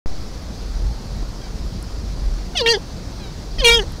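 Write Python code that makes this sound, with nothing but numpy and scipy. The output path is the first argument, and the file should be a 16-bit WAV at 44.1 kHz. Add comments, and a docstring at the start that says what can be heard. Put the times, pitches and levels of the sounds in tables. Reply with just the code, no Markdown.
"""A quiet wood, with a small outdoor camera's microphone right beside a deer that squeaks twice.
Each squeak falls in pitch: vocal-fold harmonics, with a hummed fundamental and four moving mouth
resonances, loud enough to overload the recorder. Two fainter squeaks, short bright twig ticks and
faint wavering tones from far off lie around it. Shaped noise makes the wind that thumps on the
microphone, its lumpy rumble and the hiss of the wood."""
import sys
import numpy as np
from scipy import signal
from scipy.io import wavfile
from scipy.ndimage import uniform_filter1d

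SR = 44100
rng = np.random.default_rng(int(sys.argv[2]) if len(sys.argv) > 2 else 0)


def field_ratio(decibels):
    """Amplitude ratio for a level in dB (20 dB per decade); scalars and array-likes work."""
    return 10 ** (np.asarray(decibels, dtype=float) / 20)


def wav_out(sig):
    """Save sig, one row per channel (or a flat mono array), as 16-bit PCM at SR to the path in sys.argv[1]."""
    wavfile.write(sys.argv[1], SR, np.round(np.clip(np.atleast_2d(sig).T, -1, 1) * 32767).astype(np.int16))


N = 176400

# The two close calls, as tracks of voice and mouth:
# (time [s], pitch [Hz], hum level [dB], third harmonic level [dB],
#  then frequency [Hz], level [dB] of each of four mouth resonances, low to high)
FIRST_CALL = [(2.548, 714, -39, -60, 2380, -50, 3380, -48, 4360, -46, 5930, -51),
              (2.557, 730.7, -27, -36, 2500, -37, 3060, -29.5, 4400, -38, 6000, -43),
              (2.576, 654, -43.5, -37, 2500, -26.5, 3540, -19, 4740, -32, 5580, -25),
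              (2.604, 567.6, -28, -33, 2350, -37, 3150, -24, 4420, -21.5, 6050, -41),
              (2.611, 533, -21, -40, 2200, -36, 3860, -24, 5160, -21, 6300, -46),
              (2.619, 482, -17.5, -52, 2040, -45, 2900, -29, 3960, -25, 5570, -44),
              (2.631, 462.5, -23.5, -44, 1930, -47, 2940, -39, 4330, -38, 5630, -54),
              (2.652, 455.5, -21, -41, 1870, -63, 2960, -37.5, 4430, -41, 6120, -63),
              (2.665, 460.6, -18.5, -46, 2110, -17.5, 2980, -20.5, 3410, -19.5, 4900, -30),
              (2.686, 462, -17.5, -32, 1830, -24, 2910, -14.5, 4650, -22.5, 6100, -31),
              (2.712, 468.2, -19, -47, 1850, -24, 3080, -24, 4470, -13, 6250, -31.5),
              (2.726, 460, -19.5, -35, 1870, -22, 3060, -28, 4400, -22, 5900, -24),
              (2.75, 409, -18.5, -50, 1780, -24.5, 3420, -22, 4780, -27, 5860, -43),
              (2.765, 368.6, -29.5, -54, 1780, -45, 3220, -36, 4570, -34, 5980, -48),
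              (2.773, 410, -20, -56, 1713, -62, 3420, -49, 4680, -51, 5980, -58),
              (2.79, 471, -54, -77, 1710, -63, 3360, -51, 4670, -49, 5950, -55)]
SECOND_CALL = [(3.583, 669, -36, -32, 2000, -27, 3220, -36, 4800, -41, 5640, -47),
               (3.592, 623, -43, -43, 2300, -31, 3120, -30.5, 4700, -32, 5600, -38),
               (3.608, 609, -35, -37, 2400, -51, 3300, -24, 4560, -27, 5600, -39),
               (3.621, 538, -27.5, -40, 2390, -33, 3170, -23.5, 4290, -38, 5640, -38),
               (3.633, 524, -21.5, -45, 2470, -44, 3220, -40, 4200, -36, 5980, -51),
               (3.645, 477, -17.5, -35, 2340, -12, 3060, -19, 4220, -17, 6110, -22),
               (3.657, 469.6, -14.5, -33, 2560, -14.5, 3160, -8.5, 4270, -16.5, 6150, -34),
               (3.674, 468.6, -10.5, -23, 2270, -15, 2950, -10, 4040, -19, 6100, -22),
               (3.685, 466.4, -13.5, -21, 2290, -12, 2810, -11.5, 3800, -11.5, 5960, -25),
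               (3.699, 464.3, -12.5, -22, 2290, -13, 2970, -18, 3730, -14.5, 6000, -29),
               (3.717, 466, -18, -22, 2290, -11.5, 3540, -15.5, 4900, -25, 6500, -30),
               (3.747, 470.7, -21, -27.5, 2200, -25, 3380, -13, 5040, -18.5, 6660, -36),
               (3.78, 458.5, -20.5, -40, 1860, -37, 3250, -18, 5000, -40, 6160, -31),
               (3.798, 419.4, -20.5, -40, 1800, -27.5, 3020, -19.5, 4800, -39, 6000, -35.5),
               (3.825, 364, -30.5, -47, 1755, -38, 2966, -60, 4430, -39, 6060, -41),
               (3.845, 444.6, -33, -58, 1834, -58, 3030, -51, 4600, -52, 6080, -58)]
# Widths of the four mouth resonances: (width [Hz])
MOUTH_WIDTHS_HZ = [574, 684, 840, 1500]
# Weak resonances above the mouth's four: (frequency [Hz], width [Hz], level against the fourth [dB])
TOP_RESONANCES = [(8300, 2300, -16), (11000, 1900, -23.5)]
# The mouth snaps open once in each call: (time [s])
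MOUTH_OPENINGS = [2.6606, 3.6453]
# The voice breaks as the folds beat unevenly:
# (time [s], half length [s], rasp level on the eighth harmonic [dB], sag of the upper harmonics [dB])
VOICE_BREAKS = [(2.609, .009, -3, -3), (2.674, .015, -3, -1), (2.733, .004, -4, -7), (3.614, .004, -4, -9),
                (3.641, .006, 0, -1), (3.785, .005, -3, -8), (3.812, .012, -8, -6)]
# Faint squeaks:
# (start [s], length [s], level [dB], start pitch [Hz], end pitch [Hz], bright resonance [Hz])
SQUEAKS = [(1.415, .075, -50, 815, 755, 4500), (3.197, .12, -47, 850, 745, 4000)]
# Harmonics of a faint squeak, first to sixth, before the bright resonance is added: (level [dB])
SQUEAK_HARMONICS_DB = [0, -2, -5, -4, -14, -14]
# Twig ticks: (time [s], peak level [dB], frequency [Hz])
TICKS = [(0.4244, -36, 9900), (1.827, -22, 9300), (3.79, -28, 10500), (3.8219, -37, 12960),
         (3.9214, -27.5, 11000)]
# Tones from far away: (start [s], length [s], level [dB], frequency [Hz])
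FAR_TONES = [(.76, .26, -48, 805), (.88, .18, -49.5, 895), (2.75, .6, -44, 178), (3.55, .4, -43, 178)]
# Gusts on the microphone: (time [s], level [dB])
GUSTS = [(0.2, -33), (0.57, -30.5), (0.86, -17), (1.04, -36.5), (1.18, -20.5), (1.41, -33), (1.66, -22.5),
         (1.7, -30), (2.13, -23.5), (2.17, -29), (2.27, -16), (2.54, -32.5), (3.46, -33), (3.62, -17.5),
         (3.68, -30), (3.7, -19.5), (4.0, -31)]
# Relative spectra of wind thumps, rumble and hiss: (frequency [Hz], level [dB per Hz])
THUMP_SPECTRUM = [(7.1, -33.5), (43, 5.5), (53, -2.5), (86, -17.5), (223, -30), (550, -120)]
RUMBLE_SPECTRUM = [(29, -19), (65, 6.5), (113, -5.5), (178, -8), (300, -21), (660, -120)]
HISS_SPECTRUM = [(88, -10.5), (150, -0.5), (270, -5.5), (589, -11.5), (923, -16), (2920, -27), (4700, -18),
                 (5790, -21.5), (8070, -33.5), (15100, -43.5)]


def call(table, open_s):
    """Close squeak: vocal-fold harmonics, coloured by mouth resonances, with flutter, air and rasp."""
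    wobble, flick, flick_s = .0012, .3, .02  # pitch jitter share; final upward flick: share, length [s]
    second_db = -10.5  # second harmonic against the hum
    snap_s, snap_time_s = 0.013, 0.00085  # span of movement that the snap skips, time scale of the snap
    flutter_db, air_db = -13, -28  # slow flutter on the sixth harmonic, air noise on the mouth tones
    spread = 0.111  # phase lag that softens each pulse [radians per harmonic squared]

    rows = np.transpose(table)
    t = np.arange(rows[0, 0], rows[0, -1], 1 / SR)
    hz, hum_db, third_db = [np.interp(t, rows[0], row) for row in rows[1:4]]

    # near the opening the mouth lingers before the snap, then jumps past it
    snap = open_s + snap_s / 2 * np.tanh((t - open_s) / snap_time_s)
    mouth_time = np.where(abs(t - open_s) < snap_s / 2, snap, t)
    mouth = [np.interp(mouth_time, rows[0], row) for row in rows[4:]]

    # the pitch flicks up as the folds let go
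    jitter = evened(uniform_filter1d(rng.standard_normal(len(t)), size=200))
    letting_go = np.clip(1 - (t[-1] - t) / flick_s, 0, 1)
    hz = hz * (1 + wobble * jitter + flick * letting_go)

    # neighbouring mouth resonances have opposite sign
    k = np.arange(1, 27)[:, None]  # harmonic numbers
    weight = 0
    for n, (centre, db, width) in enumerate(zip(mouth[::2], mouth[1::2], MOUTH_WIDTHS_HZ)):
        weight = weight + (-1) ** n * field_ratio(db) * peak(k * hz, centre, width)
    for centre, width, db in TOP_RESONANCES:
        weight = weight + field_ratio(mouth[-1] + db) * peak(k * hz, centre, width)

    # slow flutter and faster air noise, both as complex random gains
    chance = rng.standard_normal(weight.shape) + 1j * rng.standard_normal(weight.shape)
    flutter = uniform_filter1d(uniform_filter1d(chance, size=250, axis=1), size=250, axis=1)
    flutter = field_ratio(flutter_db) * k / 6 * flutter / flutter.std()
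    air = uniform_filter1d(chance[::-1], size=110, axis=1)
    air = air / air.std()

    # rasp grows with harmonic number and appears while the voice breaks
    s, half_s, rasp_db, sag_db = np.transpose(VOICE_BREAKS)[:, :, None]
    broken = np.exp(-((t - s) / half_s) ** 2)
    rasp = field_ratio(air_db) + np.minimum(k / 8, 1.6) ** 2 * (field_ratio(rasp_db) * broken).sum(0)
    weight = weight * (1 + flutter + rasp * air)
    weight = weight * field_ratio((sag_db * broken).sum(0)) / np.sqrt(1 + rasp ** 2)

    # the lowest three harmonics follow their own steady tracks
    weight[:3] = field_ratio(np.array([hum_db, hum_db + second_db, third_db]))
    phase = 2 * np.pi * k * np.cumsum(hz) / SR + spread * k ** 2
    tones = np.sqrt(2) * (weight * np.exp(1j * phase)).real.sum(0)
    fade = np.clip(np.minimum(t - t[0], t[-1] - t) / 0.0019, 0, 1)
    return t[0], tones * fade


def peak(hz, centre_hz, width_hz):
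    """Response of a steep resonance on the harmonics, total power 1."""
    shape = 1 / (1 + 2j * (hz - centre_hz) / width_hz) ** 3
    return shape / np.sqrt((abs(shape) ** 2).sum(0))


def squeak(start, length, db, start_hz, end_hz, bright_hz):
    """Thin squeak: six harmonics whose pitch sinks as they fade, with one bright resonance."""
    fade_db, flicker_db = -8, 3  # level change from start to end, random flicker of each harmonic
    u = np.arange(0, length, 1 / SR) / length  # share of the squeak gone by
    hz = end_hz + (start_hz - end_hz) * (1 - u) ** 2
    k = np.arange(len(SQUEAK_HARMONICS_DB))[:, None] + 1
    weight = field_ratio(np.array(SQUEAK_HARMONICS_DB))[:, None] + abs(peak(k * hz, bright_hz, 600))
    flicker = evened(uniform_filter1d(rng.standard_normal(weight.shape), size=500, axis=1))
    weight = weight * field_ratio(flicker_db * flicker)
    tones = np.sqrt(2) * (weight * np.sin(2 * np.pi * k * np.cumsum(hz) / SR)).sum(0)
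    edges = np.minimum(u * 20, 1) * np.minimum((1 - u) * 10, 1)
    return start, field_ratio(db + fade_db * u) * edges * tones


def trees(x):
    """Short diffuse echo from the trunks: the sound convolved with decaying noise."""
    t60_s, first_s = .12, .008  # time to fall 60 dB, delay before the echo
    t = np.arange(SR // 2) / SR
    tail = rng.standard_normal(len(t)) * field_ratio(-60 * t / t60_s) * (t > first_s)
    return signal.fftconvolve(x, tail / np.linalg.norm(tail))[:N]


def tick(s, db, hz):
    """Dry twig tick: a very short bright ring that swells and dies at once."""
    width_hz = 3800
    t = np.arange(0, .004, 1 / SR)
    rise = np.pi * width_hz * t
    envelope = np.e * rise * np.exp(-rise)  # peaks at 1
    return s, field_ratio(db) * envelope * np.sin(2 * np.pi * hz * t)


def far_tone(start, length, db, hz):
    """Faint tone from far away: a sine whose pitch and level waver at random."""
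    t = np.arange(0, length, 1 / SR)
    drift, waver = evened(uniform_filter1d(rng.standard_normal((2, len(t))), size=1500, axis=1))
    arch = np.sin(np.pi * t / length) ** .5
    phase = 2 * np.pi * np.cumsum(hz * (1 + .008 * drift)) / SR
    return start, field_ratio(db + 3 * waver) * arch * np.sin(phase)


def wind():
    """Wind on the microphone: low thumps that follow the gusts, over a steady lumpy rumble."""
    rumble_db = -36.5 + 1.0
    s, db = np.transpose(GUSTS)
    gust = field_ratio(np.interp(np.arange(N) / SR, s, db))
    thumps = noise(THUMP_SPECTRUM, size=4096, patch_db=0, swell_db=0)
    # evens out the noise's own swings, so that the gusts set the level
    thumps = thumps / np.sqrt(uniform_filter1d(thumps ** 2, size=3000) + .08)
    rumble = field_ratio(rumble_db) * noise(RUMBLE_SPECTRUM, size=1024, patch_db=-1.0, swell_db=2.5)
    return gust * thumps + rumble


def hiss():
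    """Hiss of the quiet wood: steady shaped noise with slight patches and flicker."""
    return field_ratio(-36.5) * noise(HISS_SPECTRUM, size=1024, patch_db=1.0, swell_db=.4)


def noise(points, size, patch_db, swell_db):
    """Noise of rms 1 from random short-time spectra, with patches and a flicker shared by all bands."""
    frames, hz = 4 * N // size + 5, np.fft.rfftfreq(size, 1 / SR)
    a, b, patches = rng.standard_normal((frames, len(hz), 3)).T
    patches = evened(uniform_filter1d(uniform_filter1d(patches, size=12, axis=0), size=8, axis=1))
    swell = evened(uniform_filter1d(rng.standard_normal(frames), size=6))
    level_db = read(points, hz)[:, None] + patch_db * patches + swell_db * swell
    spectra = (a + 1j * b) * field_ratio(level_db)
    return evened(signal.istft(spectra, nperseg=size, noverlap=3 * size // 4)[1][:N])


def read(points, hz):
    """Reads a spectrum on a log-frequency axis."""
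    f, value = np.transpose(points)
    return np.interp(np.log(hz + 1), np.log(f + 1), value)


def evened(x):
    """Scales to rms 1."""
    return x / np.sqrt(np.mean(x ** 2) + 1e-20)


def add(mix, s, sound):
    """Adds a sound at a time in seconds."""
    part = mix[round(s * SR):][:len(sound)]
    part += sound[:len(part)]


def scene():
    """Close deer with its echo from the trees, then twigs, far tones, wind and hiss."""
    echo_db = -30
    deer, around = np.zeros(N), np.zeros(N)
    for table, opening in zip((FIRST_CALL, SECOND_CALL), MOUTH_OPENINGS):
        add(deer, *call(table, opening))
    for row in SQUEAKS:
        add(deer, *squeak(*row))
    for row in TICKS:
        add(around, *tick(*row))
    for row in FAR_TONES:
        add(around, *far_tone(*row))
    return (deer + field_ratio(echo_db) * trees(deer) + around + wind() + hiss())[None]


def low_pass(x):
    """Removes everything above the highest recorded frequency."""
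    return signal.sosfilt(signal.butter(12, 16670, fs=SR, output="sos"), x)


def record(dry):
    """Microphone and recorder: late switch-on, settling offset, bent peaks, ceiling and band limit."""
    start_s, offset, settle_s = .0595, -0.22, 0.1  # switch-on; its voltage step and settling time
    bend = 0.37  # lopsided distortion of the small microphone
    ceiling, knee = .52, 16  # overload level, sharpness of the bend into it
    t = np.arange(N) / SR - start_s
    switch = np.clip(t * 4000, 0, 1)  # silent before switch-on
    x = switch * (dry - bend * dry ** 2 + offset * np.exp(-abs(t) / settle_s))
    x = x / (1 + abs(x / ceiling) ** knee) ** (1 / knee)
    band = signal.firwin(511, 15700, window=("kaiser", 8), fs=SR)  # low-pass edge in Hz
    mix = signal.oaconvolve(x, band[None], "same")
    return low_pass(mix)


dry = scene()
out = record(dry)
wav_out(out)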